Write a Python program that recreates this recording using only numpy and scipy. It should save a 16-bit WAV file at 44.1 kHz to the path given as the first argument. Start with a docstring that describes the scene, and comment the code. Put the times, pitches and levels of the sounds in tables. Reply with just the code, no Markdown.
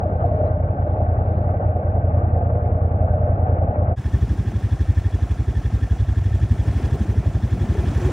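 """Two scenes, one after the other. First a twin-cylinder quad bike ploughs through mud, slowed and dull: paired
exhaust thumps, a hollow churning noise that barks now and then, pipe overtones and a low beating hum.
At 3.958 s a single-cylinder quad takes over, idling almost under water: each firing thumps up as a big bubble,
a smaller gulp follows, noise wheezes through intake resonances, a valve knocks, bubbles pop, the creek hisses;
at last the water surges: hiss grows, droplets thicken and a note sings twice."""
import sys
import numpy as np
from scipy import signal
from scipy.fft import rfft, irfft, next_fast_len
from scipy.io import wavfile
from scipy.ndimage import uniform_filter1d, map_coordinates

SR = 44100
rng = np.random.default_rng(int(sys.argv[2]) if len(sys.argv) > 2 else 0)


def log_audio(samples):
    """Write samples as a 16-bit WAV file to the path given in sys.argv[1]."""
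    # one column per channel
    frames = np.atleast_2d(samples).T
    # limit to full scale, then quantise
    limited = np.clip(frames, -1, 1)
    pcm = np.round(limited * 32767).astype(np.int16)
    wavfile.write(sys.argv[1], SR, pcm)


N = 358091
T = np.arange(N) / SR
CUT_S = 3.958


def amp(db):
    """Gain of a level in dB."""
    return 10 ** (np.asarray(db) / 20)


def unit(x):
    """x at rms 1."""
    return x / np.sqrt(np.mean(x ** 2) + 1e-20)


def along(points, hz):
    """Each column after the frequency, interpolated on a log-frequency axis."""
    f, *cols = np.transpose(points)
    return [np.interp(np.log(hz + 1), np.log(f + 1), c) for c in cols]


def curves(rows, at_s=T):
    """Each column after the time, interpolated at the given times."""
    s, *cols = np.transpose(rows)
    return [np.interp(at_s, s, c) for c in cols]


def wobble(knots_per_s):
    """A smooth random curve through normally distributed knots."""
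    knots = rng.standard_normal(int(N * knots_per_s / SR) + 4)
    return map_coordinates(knots, [T * knots_per_s])


def swell(at_s, width_s):
    """Gaussian bump in time: 1 at its centre, 1/e one width away."""
    return np.exp(-((T - at_s) / width_s) ** 2)


def window(cycle, start, length):
    """Half-sine over a part of each cycle, 0 outside it; start and length in cycles."""
    return np.sin(np.pi * np.clip((cycle - start) % 1 / length, 0, 1))


def filtered(x, response):
    """x times a complex response of frequency."""
    m = next_fast_len(N + 8192)
    return irfft(rfft(x, m) * response(np.fft.rfftfreq(m, 1 / SR)), m)[..., :N]


def noise(envelope_db, spectrum, patchy_db, bins, frames):
    """Two noises under one envelope, with random gain patches in time and pitch, then coloured; rms 1."""
    z = signal.stft(amp(envelope_db) * rng.standard_normal((2, N)), nperseg=256)[2]
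    field = uniform_filter1d(rng.standard_normal(z.shape[1:]), bins, 0)
    field = uniform_filter1d(field, frames, 1)
    pair = signal.istft(z * amp(patchy_db * unit(field)), nperseg=256)[1][:, :N]
    return unit(filtered(pair, lambda hz: amp(along(spectrum, hz)[0])))


def thumps(rows, rise_s, fall_s):
    """Gas bubbles (s, dB, Hz): a few swings that swell and die around the strongest push."""
    half = 5500  # samples
    t = np.arange(-half, half) / SR
    shape = np.exp(-(t / np.where(t < 0, rise_s, fall_s)) ** 2)
    out = np.zeros(N + 2 * SR)  # 1 s spare at each end
    for s, db, hz in rows:
        start = round((s + 1) * SR) - half
        out[start:][:len(t)] += amp(db) * shape * np.cos(2 * np.pi * hz * t)
    return out[SR:SR + N]


def gulps(rows):
    """Short bubbles of gas (s, dB, Hz)."""
    return thumps(rows, rise_s=0.0082, fall_s=0.0086)


def trailing(times_s, level_db, hz, slip_s):
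    """One small gulp near each time, each with its own delay, strength and pitch."""
    luck = rng.standard_normal((len(times_s), 3))
    s = times_s + slip_s * luck[:, 0]
    return gulps(np.c_[s, level_db + 1.4 * luck[:, 1], hz * amp(.6 * luck[:, 2])])


def cycles(speed, first_s):
    """Engine cycles done at each moment, counted from a given firing."""
    done = np.cumsum(curves(speed)[0]) / SR
    return done - np.interp(first_s, T, done)


def firings(cycle, lag):
    """Times at which the cycle count passes each whole number plus lag."""
    marks = np.arange(np.ceil(cycle[0] - lag), cycle[-1] - lag) + lag
    return np.interp(marks, cycle, T[:len(cycle)])


def fire(times_s, level_db, parts, scatter_db):
    """Every firing sounds all its parts, each at a slightly new strength and pitch."""
    out = np.zeros(N)
    for lag_s, db, hz, rise_s, fall_s in parts:
        luck = rng.standard_normal((len(times_s), 2))
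        levels = level_db + db + scatter_db * luck[:, 0]
        out += thumps(np.c_[times_s + lag_s, levels, hz * amp(.25 * luck[:, 1])], rise_s, fall_s)
    return out


# Twin engine speed. Each row: time in seconds, cycles per second.
TWIN_SPEED = [(0, 10.411), (.8, 10.403), (1.8, 10.445), (2.3, 10.357), (2.6, 10.241), (2.9, 10.435),
              (3.95, 10.172)]
TWIN_FIRST_S = .0335  # a front firing


def twin_cycle():
    """Twin engine cycles done, whole at each front firing."""
    return cycles(TWIN_SPEED, TWIN_FIRST_S)


# Weak rear firings. Each row: time in seconds, level change in dB.
WEAK_REAR = [(.743, -11), (1.606, -14), (1.797, -6), (3.728, -17.5)]
# Load on both cylinders. Each row: time in seconds, level change in dB.
TWIN_LOAD = [(0, -2), (1.5, -1), (2.5, 0), (3.95, 0.5)]
# Parts of one firing. Each row: lag from the main push in seconds, relative level in dB,
# nominal pitch in Hz, rise in seconds, fall in seconds.
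TWIN_FIRING = [(-0.00055, 0, 91.9, .011, 0.015), (0, -12, 44.8, 0.016, 0.035),
               (-0.0048, -19, 260, 0.0034, 0.0021), (-0.0054, -19.5, 632, 0.0027, 0.01)]
FRONT_DB, REAR_DB = -11, -11
REAR_LAG_CYCLES, GAP_LAG_CYCLES = .365, .68
GAP_DB, GAP_HZ = -21, 89  # faint gulp in the long gap


def twin():
    """Two cylinders fire unevenly: a short gap, then a long one holding a faint exhaust gulp."""
    cycle = twin_cycle()
    front, rear = firings(cycle, 0), firings(cycle, REAR_LAG_CYCLES)
    front, rear = front[front < CUT_S], rear[rear < CUT_S]
    gap = firings(cycle[T < CUT_S], GAP_LAG_CYCLES)
    loss_db = sum(db * (np.abs(rear - s) < .03) for s, db in WEAK_REAR)
    front_db = FRONT_DB + curves(TWIN_LOAD, front)[0]
    rear_db = REAR_DB + curves(TWIN_LOAD, rear)[0] + loss_db
    return (fire(front, front_db, TWIN_FIRING, scatter_db=1.5)
            + fire(rear, rear_db, TWIN_FIRING, scatter_db=0.86)
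            + trailing(gap, GAP_DB, GAP_HZ, slip_s=.006))


# Single engine idle speed. Each row: time in seconds, cycles per second.
SINGLE_SPEED = [(4, 12.013), (4.5, 12.012), (5.05, 11.988), (5.7, 11.462), (6.15, 11.631), (6.5, 11.925),
                (6.8, 12.259), (7.1, 11.683), (7.6, 11.452), (8.12, 11.293)]
SINGLE_FIRST_S = 4.0627


def single_cycle():
    """Single engine cycles done, whole at each firing."""
    return cycles(SINGLE_SPEED, SINGLE_FIRST_S)


def idle(lag_cycles):
    """Times of the single engine's cycles, plus a lag, from its first clear firing on."""
    s = firings(single_cycle(), lag_cycles)
    return s[s > SINGLE_FIRST_S - .01]


# Parts of one firing. Each row: lag from the main push in seconds, relative level in dB,
# nominal pitch in Hz, rise in seconds, fall in seconds.
SINGLE_FIRING = [(0.00011, -0.5, 88.3, 0.011, 0.012), (0.0144, -15, 54, 0.029, 0.038),
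                 (-.0075, -20, 274, 0.0034, 0.0088), (.0055, -17.5, 238, .004, 0.0056),
                 (.004, -32, 389, 0.011, 0.015)]
# Exhaust bubbling up. Each row: time in seconds, thump level in dB, delay of the following gulp in seconds,
# gulp level in dB, gulp pitch in Hz.
BUBBLING = [(4.06, -10.5, 0.015, -19, 92), (4.16, -6, 0.017, -19, 92), (4.52, -12.5, 0.018, -23, 98),
            (4.75, -8, .019, -18.5, 105), (4.9, -8, 0.011, -16, 104), (5.04, -9.5, 0.011, -20, 90),
            (5.25, -8.5, 0.015, -22, 88), (5.4, -10.5, .016, -16, 70), (5.9, -9, 0.017, -17, 77),
            (6.4, -8.5, 0.0202, -16, 90), (6.9, -10, 0.015, -19.5, 95), (7.15, -8, 0.018, -16.5, 105),
            (7.7, -9.5, 0.0144, -19, 115), (8.1, -8.5, 0.017, -25, 110)]


def single():
    """Each firing pushes up one big exhaust bubble, and a smaller one just after."""
    s = idle(0)
    thump_db, delay_s, gulp_db, gulp_hz = curves(BUBBLING, s)
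    return (fire(s, thump_db, SINGLE_FIRING, scatter_db=0.3)
            + trailing(s + delay_s, gulp_db, gulp_hz, slip_s=0.0005))


# Stray gulps of exhaust gas. Each row: time in seconds, level in dB, pitch in Hz.
STRAY_GULPS = [(.283, -18, 109), (1.453, -16, 117.5), (1.637, -17.5, 88.8), (1.736, -18, 92.7),
               (1.831, -18, 107.8), (2.505, -16, 84.5), (2.881, -28, 94.77), (3.848, -18, 88.6),
               (3.98, -15, 84.4), (3.996, -16, 108), (7.85, -21, 121), (7.902, -21, 113), (8.029, -16, 115),
               (8.073, -15.5, 102), (8.106, -18, 101)]
RUN_FIRST_S, RUN_EVERY_S = 6.026, 0.098
RUN_DB, RUN_DB_PER_GULP, RUN_HZ = -10.5, -0.5, 94


def strays(run_count):
    """Single exhaust gulps between firings, and one even run that slips ever later behind the firings."""
    run = [(RUN_FIRST_S + k * RUN_EVERY_S, RUN_DB + k * RUN_DB_PER_GULP, RUN_HZ) for k in range(run_count)]
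    return gulps(STRAY_GULPS + run)


# Hollow barks. Each row: time in seconds, level in dB, pitch in Hz.
BARKS = [(.056, -22, 610), (.152, -28, 713), (.242, -15, 701), (.274, -23, 600), (.401, -19, 602),
         (.432, -17.5, 600), (.56, -22, 605), (.622, -26, 620), (.705, -26, 616), (.868, -23.5, 577),
         (.934, -23.5, 601), (1.003, -19.5, 614), (1.084, -29, 690), (1.284, -21, 617), (1.538, -24.5, 583),
         (1.598, -27, 577), (1.758, -21.5, 631), (2.072, -25, 586), (2.144, -23.5, 612),
         (3.133, -22.5, 752), (3.21, -22, 615), (3.453, -23.5, 734), (3.614, -19.5, 606),
         (3.656, -27.5, 618), (3.781, -32.5, 490)]
BARK_RISE_S, BARK_FALL_S = .002, .014


def barks():
    """Short rings of the hollow note; they start fast and die slower."""
    return thumps([(s + BARK_RISE_S, db, hz) for s, db, hz in BARKS], BARK_RISE_S, BARK_FALL_S)


# Roar level. Each row: time in seconds, level in dB.
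ROAR_LEVEL = [(0, -27.5), (.44, -26.5), (.68, -30), (1, -28), (3, -28.5), (3.95, -26.5)]
# Roar colour. Each row: frequency in Hz, relative density in dB.
ROAR_BAND = [(30, -27.5), (60, -12), (150, -3.5), (250, -10.5), (400, -11.5), (480, -3.5), (545, -6),
             (600, -2), (655, -8), (705, -2.5), (775, -7), (820, -6.5), (870, -12), (990, -21), (1130, -16),
             (1430, -22), (1530, -19.5), (1610, -26.5), (2050, -35.5), (2300, -37.5), (2600, -44),
             (2800, -48), (3600, -61), (7000, -85)]
# Hollow note colour. Each row: frequency in Hz, relative density in dB.
HUM_BAND = [(400, -120), (520, -35), (575, -8), (614, 0), (650, -8), (705, -10), (780, -35), (1000, -120)]
# Swells of the hollow note. Each row: time in seconds, rise over rest in dB.
HUM_SWELLS = [(.3, 10), (.48, 8)]
HUM_REST_DB, HUM_SWELL_S = -35, 0.086
# Faint dull treble level, in patches. Each row: time in seconds, level in dB.
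TREBLE_LEVEL = [(0, -79.5), (.46, -75), (.7, -94), (.84, -75.5), (1.02, -78), (1.13, -90.5), (1.25, -77),
                (1.42, -78), (1.6, -92.5), (3.1, -87.5), (3.95, -87.5)]
# Its colour. Each row: frequency in Hz, relative density in dB.
TREBLE_BAND = [(2000, -29), (3000, -5.5), (4000, 1.5), (4500, -2), (4900, -10), (6500, -17)]
HUSH_DB, HUSH_S = -2.5, 0.0051  # dip before each bark: depth; lead and width


def mud(beats):
    """Dense noise breathing with the engine cycle and the beat; a hollow note rings, treble swells in patches."""
    cycle = twin_cycle()
    hum_db = HUM_REST_DB + sum(db * swell(s, HUM_SWELL_S) for s, db in HUM_SWELLS)
    hush_db = sum(HUSH_DB * swell(s - HUSH_S, HUSH_S) for s, _, _ in BARKS)
    breath_db = 1.2 * window(cycle, .6, .35) + 1.2 * window(cycle, .12, .2) + 1.1 * wobble(70)
    roar_env_db = hush_db + breath_db + 1.0 * window(beats, 0, 0.19)
    hum_env_db = hush_db + 1.2 * wobble(30) + 5 * window(beats, 0.11, 0.89)
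    roar = noise(roar_env_db, ROAR_BAND, patchy_db=1.9, bins=1, frames=12)
    hum = noise(hum_env_db, HUM_BAND, patchy_db=1.5, bins=1, frames=1)
    treble = noise(2 * wobble(60), TREBLE_BAND, patchy_db=5.5, bins=1, frames=8)
    return amp(curves(ROAR_LEVEL)[0]) * roar + amp(hum_db) * hum + amp(curves(TREBLE_LEVEL)[0]) * treble


# Low hum's beat, perhaps the tyre lugs. Each row: time in seconds, beats per second.
LUG_RATE = [(0, 41), (.3, 37.5), (.55, 29.4), (.8, 36), (1.12, 29.4), (1.45, 33.7), (1.65, 26), (2.1, 31.9),
            (2.65, 31.8), (3.0, 31.4), (3.4, 33.7), (3.94, 31.6)]
# Overtones of the beat. Each row: multiple of the beat, relative level in dB.
LUG_TONES = [(4, 5.5), (5, 1), (6, -4), (7, -3), (8, -4.5), (9, -8.5), (10, -8)]
LUG_DB = -39.5


def lugs():
    """A drifting beat heard as a stack of slightly unsteady tones; also returns beats done."""
    beats = np.cumsum(curves(LUG_RATE)[0]) / SR
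    tones = sum(amp(db + 2 * wobble(4)) * np.cos(2 * np.pi * k * beats + .3 * wobble(5))
                for k, db in LUG_TONES)
    return amp(LUG_DB) * tones, beats


# Exhaust pipe overtones. Each row: multiple of the engine cycle, mean level in dB.
PIPE_TONES = [(15, -39), (19, -41.5), (25, -44), (27, -45.5), (31, -44.5), (58, -42), (60, -42.5),
              (67, -46), (70, -46.5)]


def pipe():
    """The exhaust pipe favours a few overtones of the engine cycle."""
    cycle = twin_cycle()
    return sum(amp(db + 2.0 * wobble(6.5)) * np.cos(2 * np.pi * k * cycle + .5 * wobble(6))
               for k, db in PIPE_TONES)


# Casing modes. Each row: nominal pitch in Hz, relative level in dB, 60 dB decay in seconds.
CASING_MODES = [(658, -0.5, 0.038), (704, 2.5, 0.039), (1323, -14.5, 0.085)]
KNOCK_DB, KNOCK_DB_PER_S = -31.5, 0.8  # at the change of scene; growth after it


def valve():
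    """About half a cycle after each firing a valve seats and the casing rings briefly."""
    out, t = np.zeros(N + SR), np.arange(3000) / SR
    onset = 1 - np.exp(-t / 0.0039)
    for s in idle(.48):
        ring = 0
        for hz, db, t60_s in CASING_MODES:
            decay = amp(db + rng.normal(0, 0.92) - 60 * t / t60_s)
            ring = ring + decay * np.sin(2 * np.pi * hz * amp(rng.normal(0, 0.15)) * t)
        knock_db = KNOCK_DB + KNOCK_DB_PER_S * (s - CUT_S) + rng.normal(0, 0.65)
        out[round(s * SR):][:len(t)] += amp(knock_db) * ring * onset
    return out[:N]


# Froth round the exhaust. Each row: time in seconds, level in dB.
FROTH_LEVEL = [(3.96, -59), (4.3, -44.5), (5, -57.5), (5.8, -48), (6.2, -61), (6.85, -40), (7.4, -48),
               (7.8, -38.5), (8.12, -38.5)]
# Note singing in the surge. Each row: start in seconds, length in seconds, level in dB.
SURGE_NOTE = [(7.657, 0.3, -33), (7.975, 0.16, -26.5)]
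NOTE_HZ = 364
BUBBLE_DB, BUBBLE_RANGE_DB = 6.5, 9.5  # smallest bubble over the froth; span of sizes


def bubbles(count):
    """Small bubbles pop at random round the exhaust, louder as the water froths; a note sings in the surge."""
    when, pitch, size = rng.random((count, 3)).T
    s = CUT_S + when * (N / SR - CUT_S)
    level_db = curves(FROTH_LEVEL, s)[0] + BUBBLE_DB + BUBBLE_RANGE_DB * size
    small = thumps(np.c_[s, level_db, 170 * 2.6 ** pitch], rise_s=0.0067, fall_s=0.0084)
    level = sum(amp(db) * np.sin(np.pi * np.clip((T - start) / length, 0, 1))
                for start, length, db in SURGE_NOTE)
    note = level * amp(1.4 * wobble(25)) * np.sin(2 * np.pi * NOTE_HZ * T + 1.6 * wobble(45))
    return small + note


# Clear bubble pops. Each row: time in seconds, level in dB, pitch in Hz.
CLEAR_POPS = [(4.276, -25.5, 236), (4.533, -22.5, 197), (5.475, -33, 199), (5.722, -24.5, 202),
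              (5.82, -35, 238), (5.905, -24, 178), (6.165, -32.5, 308), (6.514, -23, 235),
              (6.797, -25, 362), (6.954, -28, 400), (6.84, -30, 240), (6.953, -33, 726),
              (7.005, -19.5, 207), (7.152, -27, 209), (7.203, -33, 610), (7.257, -27, 604),
              (7.369, -31, 620), (7.426, -23.5, 199), (7.64, -27.5, 686), (7.641, -20, 218),
              (7.684, -28, 216), (7.777, -35, 506), (7.832, -32, 447), (8.001, -32, 670), (8.09, -23, 474)]
POP_RISE_CYCLES, POP_FALL_CYCLES = .8, 2.7
FIZZ_DB, FIZZ_RANGE_DB, FIZZ_TILT_DB = -53, 9.5, -14  # smallest, lowest droplet; size span; highest over lowest


def pops(count):
    """Single bubbles that last a few swings, and droplets that thicken as the water surges."""
    big = sum(thumps([(s + 1 / hz, db, hz)], POP_RISE_CYCLES / hz, POP_FALL_CYCLES / hz)
              for s, db, hz in CLEAR_POPS)
    when, pitch, size = rng.random((count, 3)).T
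    s = N / SR - 1.5 * when ** 1.6  # crowded towards the end
    level_db = FIZZ_DB + FIZZ_RANGE_DB * size + FIZZ_TILT_DB * pitch
    return big + thumps(np.c_[s, level_db, 450 * 5.5 ** pitch], rise_s=0.0011, fall_s=.0025)


# Intake tube resonances, applied twice. Each row: centre in Hz, width in Hz and gain in dB of one pass.
INTAKE_MODES = [(1665, 74, 2), (1785, 106, 5), (3366, 116, 1.5), (3583, 100, -3), (4125, 78, -5),
                (5320, 260, -4), (6010, 58, -8.5), (6460, 110, -9)]
WHEEZE_DB, WHEEZE_DB_PER_S = -51.5, 1.5  # growth in the surge
SNAP_AT_CYCLES, SNAP_DECAY_CYCLES = -.27, 0.1
DRAW_AT_CYCLES, DRAW_FOR_CYCLES = -.13, 0.19
LEAK = 0.27  # steady flow between strokes


def intake(cycle):
    """Air noise through tube resonances: the valve opens at once, then the piston draws; rms 1."""
    def tube(f):
        return sum(amp(db) * 1j * f * w / (c * c - f * f + 1j * f * w) for c, w, db in INTAKE_MODES)

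    snap = 1.4 * np.exp(-((cycle - SNAP_AT_CYCLES) % 1) / SNAP_DECAY_CYCLES)
    draw = window(cycle, DRAW_AT_CYCLES, DRAW_FOR_CYCLES) ** .5
    breath = (snap + draw) * amp(.7 * wobble(13)) + LEAK
    return unit(filtered(breath * rng.standard_normal((2, N)), lambda f: tube(f) ** 2))


# Noise colours of hiss, gurgle and froth. Each row: frequency in Hz, relative density in dB.
HISS_BAND = [(200, -3), (390, 2.5), (480, -1.5), (800, -0.5), (1010, -8), (1075, -5), (1180, -10),
             (1500, -9.5), (2500, -15), (3800, -22), (4550, -24.5), (5300, -22.5), (6600, -22.5),
             (7800, -25.5), (10200, -24.5), (15600, -36)]
GURGLE_BAND = [(30, -24.5), (60, -14), (100, 2), (160, -4.5), (250, -13), (380, -19.5), (600, -38.5),
               (1200, -53)]
FROTH_BAND = [(120, -22), (200, -2), (280, -13), (350, -3), (420, -7.5), (700, -10.5), (1500, -24),
              (3000, -30), (6000, -62)]
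HISS_DB, SURGE_S, SURGE_DB_PER_S = -41.5, 7.45, 11.5
HISS_SWELL_S, HISS_SWELL_WIDTH_S, HISS_SWELL_DB = 6.8, 0.24, 3.1
GURGLE_DB, GURGLE_DB_PER_FROTH_DB = -31, 0.42


def creek():
    """Hiss that lifts at each firing, gurgle and froth round the exhaust, air wheezing into the intake tube."""
    cycle = single_cycle()
    froth_db, = curves(FROTH_LEVEL)
    surging_s = np.clip(T - SURGE_S, 0, None)
    hiss_db = HISS_DB + SURGE_DB_PER_S * surging_s
    hiss_db = hiss_db + HISS_SWELL_DB * swell(HISS_SWELL_S, HISS_SWELL_WIDTH_S)
    wheeze_db = WHEEZE_DB + WHEEZE_DB_PER_S * surging_s + 0.87 * wobble(5.4)
    gurgle_db = GURGLE_DB + GURGLE_DB_PER_FROTH_DB * (froth_db - froth_db[T > CUT_S].mean())
    hiss_env_db = 2.0 * window(cycle, -0.13, 0.39) + 0.94 * wobble(100)
    gurgle_env_db = 4 * window(cycle, 0.02, 0.46) + 0.89 * wobble(25)
    hiss = noise(hiss_env_db, HISS_BAND, patchy_db=1.76, bins=5, frames=3)
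    gurgle = noise(gurgle_env_db, GURGLE_BAND, patchy_db=3.0, bins=1, frames=4)
    froth = noise(1.1 * wobble(40), FROTH_BAND, patchy_db=2.0, bins=2, frames=4)
    water = amp(hiss_db) * hiss + amp(gurgle_db) * gurgle + amp(froth_db) * froth
    return water + amp(wheeze_db) * intake(cycle)


def ports(pair, table):
    """Two versions of a sound mixed into left and right as two microphone ports hear them."""
    m = next_fast_len(N + 8192)
    alike, lead, tilt_db = along(table, np.fft.rfftfreq(m, 1 / SR))
    turn = np.arccos(np.clip(alike, 0, 1)) / 2
    a, b = rfft(pair, m)
    sign = np.array([[1], [-1]])  # left, right
    mixed = np.cos(turn) * a + sign * np.sin(turn) * b
    both = mixed * np.exp(sign * .5j * lead) * amp(sign * tilt_db / 2)
    return irfft(both, m)[:, :N]


# Microphone ports in each scene. Each row: frequency in Hz, likeness of the ports from 0 to 1,
# lead of the left in radians, left over right in dB.
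FAR_PORTS = [(60, .998, 0, 0), (300, .99, 0, 0), (600, .98, 0, 0), (750, .85, .6, .5), (1000, .65, 2.6, 2),
             (1300, .85, 3.2, 4), (1800, .7, 4.1, -2), (2400, .68, 4.5, -6), (3300, .8, 6, -1),
             (5000, .95, 2 * np.pi, 0)]
NEAR_PORTS = [(200, .9995, 0, 0), (300, .96, 0, 0), (450, .95, 0, 0), (700, .9, 0, -2), (1300, .88, 0, 2),
              (1750, .97, 0, 0), (1950, 1, 0, 0), (5000, 1, 0, 0), (5600, .85, -.3, 0), (7000, .8, -1.2, 0),
              (10000, .8, -2.5, 0), (10500, 1, -np.pi, 0), (13500, 1, -np.pi, 0), (14000, .65, -3.9, 0),
              (15600, .6, -4.5, 0)]
DULL_HZ = 6600  # treble limit of the slowed scene
SLOW_HZ, IMAGE_DB = 9600, -64.5  # low sampling rate of slowed playback; gain of the bass copy


def scene():
    """The twin in mud fades out in 38 ms, then the single in the creek fades in over 28 ms."""
    stray = strays(run_count=8)
    aside = amp(np.array([[.14], [-.14]]) * wobble(5))  # left-right balance sways a little
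    tones, beats = lugs()
    churn = mud(beats) + np.array([[1], [.4]]) * barks()
    far = aside * (twin() + stray + tones + pipe()) + ports(churn, FAR_PORTS)
    close = np.array([[1], [.3]]) * (valve() + bubbles(count=150) + pops(count=350))
    chug = single() + stray
    quadrature = signal.hilbert(chug, next_fast_len(N))[:N].imag
    chug = np.array([chug, .6 * quadrature])  # reaches one port a little sooner
    near = aside * ports(creek() + close + chug, NEAR_PORTS)
    far = filtered(far, lambda hz: 1 / (1 + (hz / DULL_HZ) ** 12))
    # slowed playback mirrors a faint copy of the bass around its low sampling rate
    bass = filtered(far.mean(axis=0), lambda hz: hz < 300)
    far = far + amp(IMAGE_DB) * bass * np.cos(2 * np.pi * SLOW_HZ * T)
    return far * np.clip((CUT_S - T) / 0.038, 0, 1) + near * np.clip((T - CUT_S) / 0.028, 0, 1)


TOP_HZ, BASS_CUT_HZ = 15750, 42


def record(dry):
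    """Cuts the deepest bass with a steep slope and keeps nothing above the band limit."""
    return filtered(dry, lambda hz: (hz < TOP_HZ) / np.sqrt(1 + (BASS_CUT_HZ / (hz + 1)) ** 8))


dry = scene()
out = record(dry)
log_audio(out)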